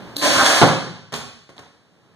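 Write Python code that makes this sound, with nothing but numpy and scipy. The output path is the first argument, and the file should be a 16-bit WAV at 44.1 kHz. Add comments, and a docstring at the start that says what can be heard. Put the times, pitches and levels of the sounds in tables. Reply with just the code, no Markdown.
"""A large workshop, on a close pair of microphones widened by cross-feed, the hall ringing behind.
An air cannon fires a wooden plank at a wooden door. The valve clacks, air rushes down the barrel,
and the plank howls and chatters along it, then leaves the muzzle with a puff and a hissing jet.
It slams into the door, overloading the microphones, then falls and clatters on the floor."""
import sys
import numpy as np
from scipy import signal
from scipy.fft import rfft, irfft, next_fast_len
from scipy.io import wavfile

SR = 44100
rng = np.random.default_rng(int(sys.argv[2]) if len(sys.argv) > 2 else 0)


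def master_out(mix):
    """Clip the mix to full scale and print it as 16-bit PCM to the path in sys.argv[1]."""
    frames = np.transpose(np.atleast_2d(mix))
    ceiling = np.clip(frames, -1, 1)
    pcm = np.round(ceiling * 32767).astype(np.int16)
    wavfile.write(sys.argv[1], SR, pcm)


N = 94815
T = np.arange(N) / SR
FFT_SIZE = next_fast_len(3 * N // 2, True)
HZ = np.maximum(np.arange(FFT_SIZE // 2 + 1) * SR / FFT_SIZE, 1)

# contacts of plank, door and frame: (time [s], relative level [dB], dull above [Hz])
SLAMS = [(.6152, 2.5, 4380), (.6215, 1.5, 1800), (.6275, 2.5, 2000), (.633, -0.5, 5035),
         (.6395, -3.5, 1108), (.646, -3, 1300), (.666, -15, 4000), (.675, -8.5, 1484), (.688, -8.5, 2980),
         (.707, -12, 900)]


def amp(db):
    """Decibels to gain."""
    return 10 ** (np.asarray(db) / 20)


def unit(x):
    """Scale to rms 1."""
    return x / np.sqrt(np.mean(x ** 2) + 1e-20)


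def at_hz(points, hz):
    """Read a table on a log-frequency axis."""
    freqs, values = np.transpose(points)
    return np.interp(np.log(hz), np.log(freqs), values)


def level(points):
    """Gain along a curve of (time [s], level [dB])."""
    return amp(np.interp(T, *np.transpose(points)))


def decay(start, t60):
    """Jump to 1 at the start, then fall 60 dB every t60 seconds."""
    return (T >= start) * amp(-60 * np.maximum(T - start, 0) / t60)


def swell(peak_s, width_s):
    """A bell-shaped rise and fall around a moment."""
    return np.exp(-.5 * ((T - peak_s) / width_s) ** 2)


def colour(x, spectrum):
    """Causal (minimum-phase) filter with the given spectrum."""
    cepstrum = irfft(np.log(amp(at_hz(spectrum, HZ))), FFT_SIZE)[:FFT_SIZE // 2]
    cepstrum[1:] *= 2
    response = np.exp(rfft(cepstrum, FFT_SIZE))
    return irfft(rfft(x, FFT_SIZE) * response, FFT_SIZE)[..., :N]


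def noise(spectrum):
    """Coloured noise, its own at each microphone; rms 1."""
    return unit(colour(rng.standard_normal((2, N)), spectrum))


def soft_pass(x, hz, kind):
    """First-order low- or high-pass."""
    return signal.lfilter(*signal.butter(1, hz, kind, fs=SR), x + 1e-18)


def resonance(x, hz, width_hz):
    """Two-pole resonance with gain 1 at its peak."""
    r = np.exp(-np.pi * width_hz / SR)
    feedback = [1, -2 * r * np.cos(2 * np.pi * hz / SR), r * r]
    return signal.lfilter(np.array([1, 0, -1]) * (1 - r * r) / 2, feedback, x)


def wood_resonance(x, hz, width_hz):
    """Two like resonances in series, for steeper flanks."""
    return resonance(resonance(x, hz, width_hz), hz, width_hz)


def contacts(rows, t60):
    """Each contact is a brief crunch and a click, dulled above its own frequency."""
    out = 0
    for start, db, dull_hz in rows:
        force = unit(rng.standard_normal((2, N)) * decay(start, t60)) / np.sqrt(N)
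        force[:, int(start * SR)] += .25  # the click
        out = out + amp(db) * soft_pass(force, dull_hz, "low")
    return out


def room_tone():
    """Low workshop noise, ducked at the shot as by the recorder's gain control, slowly recovering."""
    # the duck and recovery: (time [s], level [dB])
    course = [(0, -29.5), (.16, -31), (.4, -89), (1.5, -56.5), (2.05, -48.5), (2.15, -47.5)]
    # the noise's colour: (frequency [Hz], relative level [dB])
    spectrum = [(25, -1.5), (60, -8.5), (200, 11), (330, 5), (700, -10.5), (2300, -23), (4000, -25.5),
                (8000, -47), (15000, -48)]
    return level(course) * noise(spectrum)


def hall(x):
    """The workshop's diffuse echo builds up quickly and dies band by band."""
    # reverberation time: (frequency [Hz], t60 [s])
    decay_times = [(100, 0.86), (270, 0.67), (700, 0.58), (2000, 0.72), (4500, 0.8), (9000, 0.55),
                   (14000, 0.26)]
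    delay_s, build_s = .012, .0079
    white = rfft(rng.standard_normal((2, N)), FFT_SIZE)
    centres = np.geomspace(60, 15000, 10)
    tail = 0
    for hz, pick in zip(centres, np.eye(len(centres))):
        band_gain = np.interp(np.log(HZ), np.log(centres), pick)
        band = irfft(white * band_gain, FFT_SIZE)[:, :N]
        tail = tail + band * decay(delay_s, at_hz(decay_times, hz))
    tail = unit(tail * (1 - np.exp(-T / build_s))) / np.sqrt(N)
    return signal.fftconvolve(x, tail, axes=1)[:, :N]


def valve():
    """The firing valve snaps open with a short metallic ring and spits air."""
    # its clacks: (time [s], relative level [dB], dull above [Hz])
    hits = [(.161, -4.5, 3044), (0.1662, 5, 12130)]
    # the valve body's response: (frequency [Hz], gain [dB])
    body = [(60, -11), (300, 12), (900, -0.5), (1700, -3.5), (2400, -15), (4300, -1.5), (6000, -6),
            (15000, -10)]
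    # air spitting past it: (frequency [Hz], relative level [dB])
    spit_spectrum = [(280, 1.5), (700, -10), (2500, -15), (4200, -0.5), (5500, -8), (9000, -3), (15000, -6)]
    force = contacts(hits, t60=.018)
    ring = resonance(force, hz=4150, width_hz=700)
    spit = amp(-30) * decay(start=.166, t60=.056) * noise(spit_spectrum)
    return amp(-1.5) * colour(force, body) + ring + spit


def barrel():
    """Rushing air rings the barrel."""
    # air flow through the barrel: (time [s], level [dB])
    flow = [(.16, -73.5), (.168, -45.5), (.207, -40), (.224, -21.5), (.25, -18), (.29, -20.5), (.35, -20.5),
            (.42, -21), (.59, -22), (.66, -42), (.75, -70.5)]
    # its turbulence: (frequency [Hz], relative level [dB])
    turbulence = [(40, -20.5), (130, -2), (270, 6), (400, 2.5), (600, 2), (1100, -6.5), (1800, -3.5),
                  (4300, -4.5), (8000, -10.5), (11000, -18), (15000, -32.5)]
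    # the barrel's resonances: (frequency [Hz], width [Hz], gain [dB])
    modes = [(283, 27, 14.5), (567, 170, 2.5), (1043, 41, 9), (1683, 100, 3), (4345, 21, -8.5)]
    rush = level(flow) * noise(turbulence)
    return rush + sum(amp(db) * resonance(rush, hz, width) for hz, width, db in modes)


def howls():
    """The plank rubs along the barrel and sets it howling in short, wavering tones, dead centre."""
    # the tones: (peak time [s], width [s], pitch [Hz], level [dB])
    tones = [(.185, .014, 285, -22), (.25, .018, 1040, -31), (.243, .009, 4350, -29), (.277, .01, 285, -20),
             (.36, .016, 265, -18), (.362, .013, 1045, -22.5), (.378, .014, 1410, -27),
             (.401, .011, 1540, -19), (.418, .014, 782, -22), (.425, .014, 255, -13),
             (.462, .016, 921, -25.5), (.463, .004, 3420, -22)]
    waver_rms_hz, waver_cutoff_hz = 16, 44.6
    out = 0
    for peak_s, width_s, hz, db in tones:
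        waver = unit(soft_pass(rng.standard_normal(N), waver_cutoff_hz, "low"))
        phase = 2 * np.pi * np.cumsum(hz + waver_rms_hz * waver) / SR
        out = out + amp(db) * swell(peak_s, width_s) * np.sin(phase)
    return np.array([out, out])


def chatter():
    """The plank chatters against the barrel in uneven slips, hardest just as it leaves."""
    slips_per_s = 170
    gaps, sizes = rng.uniform(.5, 1.5, (2, 1000))
    onsets = (np.cumsum(gaps) / slips_per_s * SR).astype(int)
    slips = np.zeros(N)
    slips[onsets[onsets < N]] = sizes[onsets < N]
    rasp = unit(wood_resonance(slips, hz=1150, width_hz=630))
    return amp(-22) * swell(peak_s=.402, width_s=.032) * rasp


def muzzle():
    """A low puff as the plank leaves, then a hissing jet that spurts and fades as the tank empties."""
    # colours of the puff and the jet: (frequency [Hz], relative level [dB])
    puff_spectrum = [(25, -36), (60, -33), (120, 1), (220, -3.5), (500, -16), (2000, -49.5)]
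    jet_spectrum = [(150, -40), (700, 8), (1700, 4), (2400, -3.5), (3400, -1.5), (6000, -3.5), (9000, -8.5),
                    (12000, -18.5), (15000, -29)]
    # the free jet once the plank is out: (time [s], level [dB])
    jet_course = [(.42, -57.5), (.45, -23), (.464, -14), (.474, -18.5), (.52, -24.5), (.6, -24.5),
                  (.68, -31.5), (.9, -99)]
    puff = amp(-19.5) * decay(start=.37, t60=.2) * noise(puff_spectrum)
    return puff + level(jet_course) * noise(jet_spectrum)


def plank():
    """The plank lands on the floor, bounces and settles."""
    # its landings: (time [s], relative level [dB], dull above [Hz])
    landings = [(1.1225, -6.5, 1270), (1.1275, -8.5, 2400), (1.1365, 2.5, 640), (1.1395, -2.5, 3000),
                (1.1495, -4.5, 2480), (1.159, -10, 9500), (1.4915, -16, 800), (1.501, -16.5, 594),
                (1.566, -20.5, 1200), (1.580, -14.5, 990), (1.591, -11, 1000)]
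    # the plank's response: (frequency [Hz], gain [dB])
    body = [(25, -27.5), (70, 4), (120, 14), (250, 17), (550, 6.5), (1300, 0), (4000, 0.5), (8500, -1),
            (15000, -12)]
    return amp(8) * colour(contacts(landings, t60=.067), body)


def clacks():
    """The plank's hard end meets the floor with short, bright clacks."""
    # its contacts: (time [s], relative level [dB], dull above [Hz])
    hits = [(1.139, 2, 3000), (1.5802, -8.5, 3020)]
    force = amp(-.5) * contacts(hits, t60=.005)
    return wood_resonance(force, hz=3700, width_hz=2000)


def panels():
    """The plank's first contact sets the door's panels ringing, alike at both microphones."""
    # the door's modes: (frequency [Hz], level [dB], t60 [s])
    modes = [(132, -21, .7), (178, -21, .8), (242, -7, .42), (426, -19, .35), (602, -20, .4),
             (701, -14.5, .25), (807, -22, .22), (872, -24, .3), (1172, -21, .16), (1400, -24, .16)]
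    start = SLAMS[0][0]
    ring = 0
    for k, (hz, db, t60) in enumerate(modes):
        tone = (-1) ** k * np.sin(2 * np.pi * hz * (T - start))
        ring = ring + amp(db) * decay(start, t60) * tone
    return np.array([ring, ring])


def door():
    """The plank slams into the door, which bangs in its frame: a run of heavy contacts."""
    # the door's response: (frequency [Hz], gain [dB])
    body = [(25, -41.5), (65, -16.5), (110, 7.5), (250, 14.5), (400, 8), (700, 0), (1300, -6), (2200, -13),
            (4000, -15.5), (15000, -40)]
    return amp(29) * colour(contacts(SLAMS, t60=.04), body)


def scene():
    """Direct sound, the hall's echo and room tone."""
    # how strongly each source feeds the hall: (source, gain [dB])
    send_db = {"valve": 2, "air": -3.5, "howls": -3.5, "door": -4.5, "panels": -16.5, "plank": -2.5,
               "clacks": -20}
    sources = {"valve": valve(), "air": barrel() + chatter() + muzzle(), "howls": howls(),
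               "door": door(), "panels": panels(), "plank": plank(), "clacks": clacks()}
    echo = hall(sum(amp(send_db[name]) * x for name, x in sources.items()))
    return sum(sources.values()) + echo + room_tone()


def cross_feed(x):
    """The feed across the pair: thinned in the bass and delayed by the microphones' spacing."""
    share, above_hz, delay_s = .88, 152, 17.1 / SR
    thinned = rfft(soft_pass(x, above_hz, "high"), FFT_SIZE)
    return share * irfft(thinned * np.exp(-2j * np.pi * HZ * delay_s), FFT_SIZE)[:N]


def record(dry):
    """A close pair, each with the other's delayed signal subtracted; peaks overload, the top is cut."""
    # how much of the difference between the microphones is kept: (frequency [Hz], gain [dB])
    side_gain = [(250, -18), (500, -23), (1000, -8.5), (2500, 0.5)]
    # left against right: (frequency [Hz], level [dB])
    balance = [(40, 5), (125, 1.5), (500, -2.3), (4000, -0.4), (8000, 0)]
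    # left ahead of right, negative when it lags: (frequency [Hz], phase [rad])
    lead = [(40, -0.71), (110, -0.84), (250, -1), (500, 0.67), (1200, -0.41)]
    rumble_hz, top_hz, ceiling = 85, 15000, 1.05
    left, right = signal.sosfilt(signal.butter(2, rumble_hz, "high", fs=SR, output="sos"), dry)
    mid = (left + right) / 2
    side = colour((left - right) / 2, side_gain)
    mid, side = mid - cross_feed(mid), side + cross_feed(side)
    sign = np.array([[1], [-1]])  # left, right
    tilt = amp(sign * at_hz(balance, HZ) / 2) * np.exp(.5j * sign * at_hz(lead, HZ))
    pair = irfft(rfft(mid + sign * side, FFT_SIZE) * tilt, FFT_SIZE)[:, :N]
    clipped = pair / (1 + (pair / ceiling) ** 8) ** (1 / 8)
    return signal.sosfilt(signal.ellip(10, .2, 70, top_hz, fs=SR, output="sos"), clipped)


dry = scene()
out = record(dry)
master_out(out)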